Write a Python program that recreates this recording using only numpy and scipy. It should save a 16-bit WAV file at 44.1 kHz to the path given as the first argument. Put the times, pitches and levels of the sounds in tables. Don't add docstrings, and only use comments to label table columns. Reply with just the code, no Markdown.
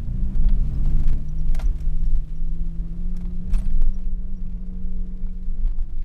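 import sys
import numpy as np
from scipy.fft import rfft, irfft, next_fast_len
from scipy.io import wavfile
from scipy.ndimage import uniform_filter1d, map_coordinates

SR = 44100
rng = np.random.default_rng(int(sys.argv[2]) if len(sys.argv) > 2 else 0)


def transcribe(signal):
    frames = np.atleast_2d(signal).T
    limited = np.clip(frames, -1, 1)
    pcm = np.round(limited * 32767).astype(np.int16)
    wavfile.write(sys.argv[1], SR, pcm)


N = 266364


def amp(db):
    return 10 ** (np.asarray(db) / 20)


def unit(x):
    return x / np.sqrt(np.mean(x ** 2) + 1e-20)


def curves(rows):
    s, *columns = np.transpose(rows)
    return [np.interp(np.arange(N) / SR, s, column) for column in columns]


def wobble(rate):
    knots = rng.standard_normal(int(N * rate / SR) + 4)
    return map_coordinates(knots, [np.arange(N) * rate / SR])


def filtered(x, response):
    m = next_fast_len(N + SR // 2)
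    return irfft(rfft(x, m) * response(np.fft.rfftfreq(m, 1 / SR)), m)[:N]


def coloured(x, points):
    hz, db = np.transpose(points)
    return unit(filtered(x, lambda f: amp(np.interp(np.log(f + 1), np.log(hz + 1), db))))


def noise():
    return rng.standard_normal(N)


def even(x, seconds):
    power = np.abs(uniform_filter1d(x ** 2, int(seconds * SR)))
    return unit(x / np.sqrt(power + 0.023))


def add_at(out, s, burst):
    out[round(s * SR):][:len(burst)] += burst


# start_s [s], thud_db [dB], drone_db [dB], rattle_db [dB]
TRACK_ROUGHNESS = [(0.0, -29, -49.5, -69.5), (0.4, -30, -46.5, -69), (0.93, -27, -44, -62.5),
                   (1.13, -29, -45, -70), (1.23, -34.5, -50.5, -70), (1.66, -37, -47, -66),
                   (1.82, -37, -50.5, -67), (2.4, -40.5, -54, -69), (2.8, -39, -52.5, -70.5),
                   (3.46, -35, -51.5, -70.5), (3.5, -31, -48.5, -71), (3.77, -35, -50, -68),
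                   (4.17, -40.5, -55, -75.5), (5.1, -40.5, -54.5, -73.5), (5.43, -41.5, -56, -73.5),
                   (5.5, -39, -54, -73.5), (6.04, -40, -56.5, -74.5)]


def roughness():
    return curves(TRACK_ROUGHNESS)


# frequency_hz [Hz], relative level_db [dB per Hz]
HISS_SPECTRUM = [(1470, -27), (2500, -5.5), (3390, -5.5), (4500, -12), (8560, -12.5), (14200, -15.5),
                 (15600, -29)]
HISS_DB = -3
HISS_FADE_DB_PER_S = 0.94


def hiss():
    rattle_db = roughness()[2]
    fade_db = HISS_FADE_DB_PER_S * np.arange(N) / SR
    hiss_db = HISS_DB + uniform_filter1d(rattle_db, SR // 2) - fade_db
    return amp(hiss_db) * coloured(noise(), HISS_SPECTRUM)


# start_s [s], level_db [dB peak]
CLICK_STEPS = [(0.444, -39), (0.972, -38.5), (1.1, -31.5), (1.116, -38), (1.132, -31.5), (1.516, -37.5),
               (1.533, -38.5), (2.156, -38.5), (2.172, -39.5), (3.82, -31.5), (3.852, -40.5),
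               (3.869, -39.5), (5.964, -46.5)]
CLICK_S = 0.0033


def clicks():
    out, t = np.zeros(N + SR), np.arange(SR // 20) / SR
    for s, db in CLICK_STEPS:
        add_at(out, s, rng.choice([-1, 1]) * amp(db) * np.exp(-t / CLICK_S))
    return out[:N]


# [dB, before the common trim]
CLIP_TAPS = [(4.0392, -53.5), (4.14, -58), (4.3498, -58), (4.408, -57), (4.4667, -53), (4.4956, -56),
             (4.5248, -56), (4.5761, -59.5), (4.7566, -59), (4.9212, -56), (4.9639, -56), (5.0097, -56),
             (5.0559, -65), (5.1731, -55), (5.3703, -59), (5.5194, -62), (5.5696, -59)]
CLIP_SPECTRUM = [(700, -30.5), (2300, -1.5), (5500, -12), (12000, -25.5)]
TAP_T60_S = .03


def taps():
    shape, t = np.zeros(N + SR), np.arange(SR // 20) / SR
    rise = 1 - np.exp(-t / 0.0016)
    for s, db in CLIP_TAPS:
        add_at(shape, s, amp(db - 3.5 - 60 * t / TAP_T60_S) * rise)
    return shape[:N] * coloured(noise(), CLIP_SPECTRUM)


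# [s, before stretching]
TRIM_SQUEAKS = [(0.744, 5160, -66, 0.013), (1.288, 5780, -58.5, 0.0058), (1.384, 5692, -64, 0.011),
                (1.656, 5910, -53, 0.0054), (1.987, 5680, -70, 0.0092), (2.054, 5500, -66, 0.0094),
                (2.353, 5650, -72, 0.018), (2.48, 5700, -73, 0.013), (3.518, 8560, -64, 0.013),
                (3.543, 2540, -51, 0.0079), (3.558, 8520, -63, 0.0094), (3.559, 4400, -64, 0.018),
                (3.563, 9960, -60, 0.0083), (3.581, 8890, -50.5, .008), (3.585, 10400, -61.5, 0.014),
                (3.615, 7900, -67, .008), (3.631, 8630, -68, 0.0075), (3.643, 4700, -67, 0.01),
                (3.649, 8940, -61.5, 0.0067), (3.722, 5740, -73, 0.015), (3.939, 5660, -63.5, 0.014),
                (4.364, 5680, -73.5, 0.019), (5.231, 2342, -69.5, 0.0064), (5.288, 2340, -66, 0.0056)]
SQUEAK_WAVER = 0.047


def squeaks():
    out = np.zeros(N)
    for s, hz, db, length in TRIM_SQUEAKS:
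        t = np.arange(int(1.87 * length * SR)) / SR
        waver = np.cumsum(rng.normal(0, SQUEAK_WAVER * max(hz / 6000, 1) ** 2, len(t)))
        envelope = np.sin(np.pi * (t / t[-1]) ** 0.45)
        add_at(out, s, 1.75 * amp(db) * envelope * np.sin(2 * np.pi * hz * t + waver))
    return out


# frequency_hz [Hz], level_db [dB per Hz]
TRIM_SPECTRUM = [(300, -93.5), (1100, 0.5), (1800, -3.5), (2300, -3), (2800, -4), (4000, -6), (6000, -11),
                 (10000, -18.5), (15000, -29.5)]
GRAIN_DB = 1.2


def rattle(swing):
    swings = np.flatnonzero(np.diff(np.floor(swing)))
    start = np.append(swings, rng.integers(0, N, size=600))
    size, bright, lasting = rng.random((len(start), 3)).T
    t = np.arange(SR // 20) / SR
    t60 = 0.012 + 0.031 * lasting[:, None]
    puffs = amp(-4 * np.log(1 - .9 * size[:, None]) - 60 * t / t60)
    place = start[:, None] + np.arange(len(t))

    def shake(share):
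        weighted = (share[:, None] * puffs).ravel()
        return .62 + .55 * np.bincount(place.ravel(), weighted, N)[:N]

    source = coloured(noise(), TRIM_SPECTRUM)
    dull = filtered(source, lambda f: 1 / (1 + (f / 3500) ** 2))
    trim = unit(shake(1.2 - bright) * dull + shake(2.5 * bright ** 2) * (source - dull))
    return amp(roughness()[2] + GRAIN_DB * wobble(250)) * trim


# [dB, low and bright bands against level_db]
PLASTIC_BLOWS = [(0.295, -51.5, -16, -7.5), (0.3497, -47, 0, -1), (0.441, -44, 1, -9),
                 (0.4858, -35.5, -3, -16.5), (0.853, -45.5, 7, -3), (0.8978, -47, -17, -3.5),
                 (0.9965, -43, -4, -1.5), (1.0322, -41.5, 0, -5.5), (1.076, -38.5, -5, -5.5),
                 (1.0877, -40.5, -5, -16), (1.131, -46, -7, -10), (1.1776, -51, -21, -4),
                 (1.485, -44.5, -5, -7), (1.5458, -31, -3.5, 0.5), (1.5921, -29.5, 1.5, -8.5),
                 (1.6, -41, 1, -15), (1.608, -43.5, 2, -8), (1.615, -46, 3, 9), (1.783, -47.5, -1, -1),
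                 (1.8036, -44.5, -5, 4.5), (2.0356, -52, -9, 0), (2.798, -53.5, -5, -4),
                 (3.1465, -54, 8.5, -14.5), (3.1641, -44.5, -4, 4.5), (3.207, -45.5, 4.5, -5),
                 (3.2507, -47.5, 3, -33), (3.5, -47, 3, -1.5), (3.5204, -46, -5, -22),
                 (3.506, -55, -3, -11), (3.5336, -35, -3.5, -1), (3.541, -46.5, 5, 1),
                 (3.5463, -43.5, 5, -5), (3.553, -41, -9, -5), (3.5833, -44, 2, -5.5),
                 (3.588, -46.5, -6, 2), (3.5975, -47, -7, -4.5), (3.615, -48, 5.5, -5),
                 (3.6556, -44, -8, -22), (3.7003, -46.5, -20, -9.5), (3.752, -50.5, -7.5, -3.5),
                 (3.984, -53, 5.5, -5), (5.2634, -56.5, 12.5, -12), (5.609, -55, 4, -6.5),
                 (5.6585, -47.5, 3, -8.5), (5.6743, -49, 3, -10), (5.692, -54, 0, -15),
                 (5.7103, -51.5, 3, -23), (5.783, -52, 7, -1.5), (5.8193, -52.5, -5, -10),
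                 (5.894, -55, 6, -6), (5.968, -58, -7, -4), (5.9817, -52, -16, -14.5),
                 (6.0207, -50, -12, -13)]
# frequency_hz [Hz, before detuning], relative level_db [dB], t60_s [s]
HOLLOW_MODES = [(650, 2.5, 0.062), (727, -2, 0.067), (820, -1.5, 0.046), (1068, -0.5, 0.026),
                (1410, -7, 0.096)]
# frequency_hz [Hz, before detuning], relative level_db [dB], t60_s [s]
SKIN_MODES = [(1590, -4, .045), (1735, -10, 0.036), (1990, -1.5, .03), (2220, -5.5, 0.05),
              (2470, 1.5, 0.023), (3130, -6.5, 0.015), (3333, 0, 0.023), (3940, -7, 0.018),
              (4760, -2, 0.022)]
KNOCK_T60_S = 0.044 * np.array([[1.4], [1], [.8]])
DETUNE = .03
HOLLOW_GROWS = 1.4


def ringing(modes, t):
    total = np.zeros(len(t))
    for hz, level, t60 in modes:
        gain = amp(level + rng.normal(0, 2.1) - 60 * t / t60)
        phase = 2 * np.pi * hz * rng.normal(1, DETUNE) * t + rng.uniform(0, 2 * np.pi)
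        total += gain * np.sin(phase)
    return total


def knocks():
    # (Hz, relative dB)
    bands = [[(250, -39), (650, -1.5), (1300, -4.5), (4000, -90.5)],
             [(600, -97.0), (1600, 0.0), (2500, -2.5), (4500, -5.5), (12000, -62.5)],
             [(2000, -81.0), (5500, -3.5), (9500, -10.5), (12500, -12.0), (15500, -19)]]
    shape, ring, t = np.zeros((3, N + SR)), np.zeros(N + SR), np.arange(SR // 5) / SR
    rise = 1 - np.exp(-t / .0024)
    decay = amp(-60 * t / KNOCK_T60_S) + 0.048 * amp(-60 * t / 0.36)
    for s, db, low_db, bright_db in PLASTIC_BLOWS:
        here = slice(round(s * SR), round(s * SR) + len(t))
        band_db = [[db + low_db - 2.5], [db - 1.5], [db + bright_db]]
        shape[:, here] += amp(band_db) * decay * rise
        hollow = amp(HOLLOW_GROWS * (db + low_db + 33) - 41.5) * ringing(HOLLOW_MODES, t)
        skin = amp(db - 9.5) * ringing(SKIN_MODES, t)
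        ring[here] += (hollow + skin) * rise
    parts = [coloured(noise(), band) for band in bands]
    ragged = amp(-8.0 + 2.1 * wobble(600))
    return ring[:N] + ragged * (shape[:, :N] * parts).sum(axis=0)


# [dB, before rise and decay]
AXLE_BUMPS = [(.49, -32), (.69, -25), (0.991, -22), (3.49, -20)]
BUMP_HZ, BUMP_T60_S = 73.2, 0.2


def bumps():
    out, t = np.zeros(N + SR), np.arange(SR // 3) / SR
    rise = 1 - np.exp(-t / 0.0083)
    for s, db in AXLE_BUMPS:
        add_at(out, s, amp(db - 60 * t / BUMP_T60_S) * rise * np.sin(2 * np.pi * BUMP_HZ * t))
    return out[:N]


# start_s [s], pitch_hz [firings of one bank, Hz], level_db [dB rms of the 2nd multiple]
ENGINE_SPEED = [(0.0, 54.3, -42), (0.12, 60.12, -30.5), (0.25, 63.8, -37.5), (0.47, 65.18, -36.5),
                (0.54, 66.9, -39.5), (0.67, 71.34, -34), (0.78, 73.5, -34.5), (0.94, 73.75, -29.5),
                (1.13, 72.2, -40.5), (1.41, 79.5, -34.5), (1.65, 75.04, -43.5), (2.0, 80.2, -37),
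                (2.25, 77.22, -43.5), (2.62, 83.85, -37.5), (2.86, 83.84, -38.5), (3.11, 89.07, -36.5),
                (3.4, 88.6, -37), (3.6, 95.6, -38), (3.78, 87.3, -42), (3.9, 93.9, -42), (4.16, 89.8, -43),
                (4.31, 93.65, -43), (4.54, 90.5, -40.5), (4.78, 91.83, -38.5), (4.96, 90.5, -40),
                (5.25, 91.85, -41.5), (5.43, 89.8, -44), (5.63, 90.56, -46.5), (5.8, 85.6, -53),
                (6.04, 85.3, -50)]
# start_s [s], load_db [dB against full load]
ENGINE_LOAD = [(0, -2), (1.1, 1.5), (1.4, -12.5), (1.55, -4.5), (2.0, -17.5), (2.5, -7), (3.6, -21),
               (4.45, -28.5), (4.75, -17.5), (5.55, -26), (5.8, -31), (6.04, -46)]
# pitch_hz [firings of one bank, Hz], level_db [dB rms]
THIRD_MULTIPLE = [(54, -58), (60, -40), (63.5, -34.5), (66, -38.5), (72, -45), (75, -46), (79, -56.5),
                  (84, -52), (95, -53.5)]
FOURTH_MULTIPLE = [(54, -48), (66, -53), (72, -54), (75, -53), (78, -61.5), (81, -56), (84, -51),
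                   (86, -51.5), (89, -51.5), (92, -64.5), (96, -52)]
FIFTH_MULTIPLE = [(54, -63), (64, -56.5), (70, -71), (77, -73.5), (84, -77.5), (89, -58.5), (91, -51.5),
                  (96, -58.5)]
LOAD_GROWTH = [0.9, 0.45, 0.43]
# multiple [of the firings of one bank], level_db [dB rms at full load]
UNEVEN_LINES = [(2 / 3, -43.5), (0.99, -48.5), (4 / 3, -52.5), (8 / 3, -57.5), (11 / 3, -62.5), (6, -68.5)]
FLUTTER_DB = 1.3


def engine():
    hz, level_db = curves(ENGINE_SPEED)
    load_db, = curves(ENGINE_LOAD)
    turn = 2 * np.pi * np.cumsum(hz) / SR + 0.081 * wobble(30)

    def tone(multiple, db):
        gain = np.sqrt(2) * amp(db + 0.12 * wobble(25))
        return gain * np.sin(multiple * turn + rng.uniform(0, 2 * np.pi))

    hum = tone(2, level_db)
    tables = [THIRD_MULTIPLE, FOURTH_MULTIPLE, FIFTH_MULTIPLE]
    for multiple, (table, growth) in enumerate(zip(tables, LOAD_GROWTH), start=3):
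        full_load_db = np.interp(hz, *np.transpose(table))
        hum += tone(multiple, full_load_db + growth * load_db + FLUTTER_DB * wobble(11))
    for multiple, db in UNEVEN_LINES:
        hum += tone(multiple, db + 0.57 * load_db)
    return hum, turn


# frequency_hz [Hz], relative level_db [dB per Hz]
DRONE_SPECTRUM = [(120, -10), (210, -2.5), (238, -7.5), (315, -8.5), (364, -12), (590, -20.5), (635, -16.5),
                  (690, -24), (745, -20.5), (800, -26.5), (869, -26.5), (964, -25), (2500, -38.5),
                  (3250, -65.5), (5500, -120)]


def drone(turn):
    firing = 1 + 0.17 * np.cos(2 * turn)
    drone_db = roughness()[1] + 0.78 * wobble(13) + GRAIN_DB * wobble(120)
    return amp(drone_db) * coloured(firing * noise(), DRONE_SPECTRUM)


# frequency_hz [Hz], relative level_db [dB per Hz]
THUD_SPECTRUM = [(30, -8.5), (50, 10.5), (80, -2), (120, -4.5), (200, -11), (260, -41), (400, -89.5),
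                 (700, -130)]
THUD_WITH_SHUDDER = 0.09


def thud(shudder_gain):
    thud_db = roughness()[0] + 1.4 * wobble(9.3)
    gain = amp(thud_db) * (shudder_gain / shudder_gain.mean()) ** THUD_WITH_SHUDDER
    return gain * even(coloured(noise(), THUD_SPECTRUM), seconds=0.17)


# [dB, before a common trim]
WHEEL_RUTS = [(0.077, 0.158, -43, -22.5), (0.186, 0.289, -21.5, -24.5), (0.359, 0.453, -13.5, -22),
              (0.439, 0.619, -18, -18.5), (0.654, 0.75, -28, -25.5), (0.785, 0.904, -15, -23),
              (0.921, 1.015, -12.5, -23.5), (1.038, 1.151, -10, -30), (1.164, 1.37, -24, -35),
              (1.389, 1.478, -15, -24), (1.47, 1.581, -12.5, -27.5), (1.643, 1.751, -18, -15.5),
              (1.842, 2.092, -17.5, -24), (2.092, 2.196, -12, -22.5), (2.325, 2.687, -21, -30.5),
              (2.751, 2.85, -51, -26.5), (2.992, 3.281, -23.5, -32), (3.317, 3.464, -24, -40.5),
              (3.51, 3.605, -15.5, -19), (3.664, 3.763, -13.5, -23), (3.77, 3.91, -11, -29.5),
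              (3.935, 4.158, -19.5, -28), (4.169, 4.547, -27.5, -31), (4.804, 5.047, -22.5, -37.5),
              (5.184, 5.33, -21.5, -38.5), (5.463, 5.576, -19.5, -26), (5.592, 5.831, -18.5, -24),
              (5.879, 6.031, -22.5, -41)]
CALM_DB, CALM_SHUDDER_DB = -30.5, -31.5
EDGE_S = 0.047


def ruts():
    t = np.arange(N) / SR
    power = amp(2 * np.array([[CALM_DB], [CALM_SHUDDER_DB]])) * np.ones(N)
    for start, end, *levels_db in WHEEL_RUTS:
        shape = np.clip(np.minimum(t - start, end - t) / EDGE_S + .5, 0, 1) ** 2
        power = power + amp(2 * np.array(levels_db))[:, None] * shape
    return np.sqrt(power)


# frequency_hz [Hz], relative level_db [dB per Hz]
SHUDDER_SPECTRUM = [(5, -3), (9, -2), (14, -3), (22, 3.5), (29, 8.5), (38, 7), (50, -6.5), (70, -20.5),
                    (100, -70), (160, -130)]


def shudder(shudder_gain):
    return amp(0.5) * shudder_gain * even(coloured(noise(), SHUDDER_SPECTRUM), seconds=0.11)


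# [Hz, before random drift]
BOOM_PITCH = [(0, 19), (0.3, 19), (0.45, 21.5), (0.9, 20.5), (1.1, 19), (1.5, 20), (1.9, 20), (2.15, 18.5),
              (2.6, 19.5), (3.2, 20), (3.4, 17), (3.55, 19.5), (3.85, 19), (4.3, 18.5), (4.95, 18),
              (5.3, 21), (5.5, 20), (5.72, 23), (5.9, 16.5), (6.04, 15.7)]
DRIFT_HZ = 0.901


def body_swing():
    return np.cumsum(curves(BOOM_PITCH)[0] + DRIFT_HZ * wobble(12)) / SR


def boom(swing, boom_gain):
    return np.sqrt(2) * boom_gain * amp(.8 * wobble(16)) * np.sin(2 * np.pi * swing)


def scene():
    hum, turn = engine()
    swing = body_swing()
    boom_gain, shudder_gain = ruts()
    light = hiss() + taps() + squeaks()
    loose = rattle(swing) + knocks() + bumps()
    body = drone(turn) + thud(shudder_gain) + shudder(shudder_gain) + boom(swing, boom_gain)
    cab = light + loose + hum + body
    return (cab + clicks())[None]


TOP_HZ = 15708


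def record(dry):
    offset = np.linspace(dry[0, 0], dry[0, -1], N)

    def response(hz):
        return (hz < TOP_HZ) * amp(-9 * np.clip(hz / 1000 - 14.9, 0, None))

    return (offset + filtered(dry[0] - offset, response))[None]


dry = scene()
out = record(dry)
transcribe(out)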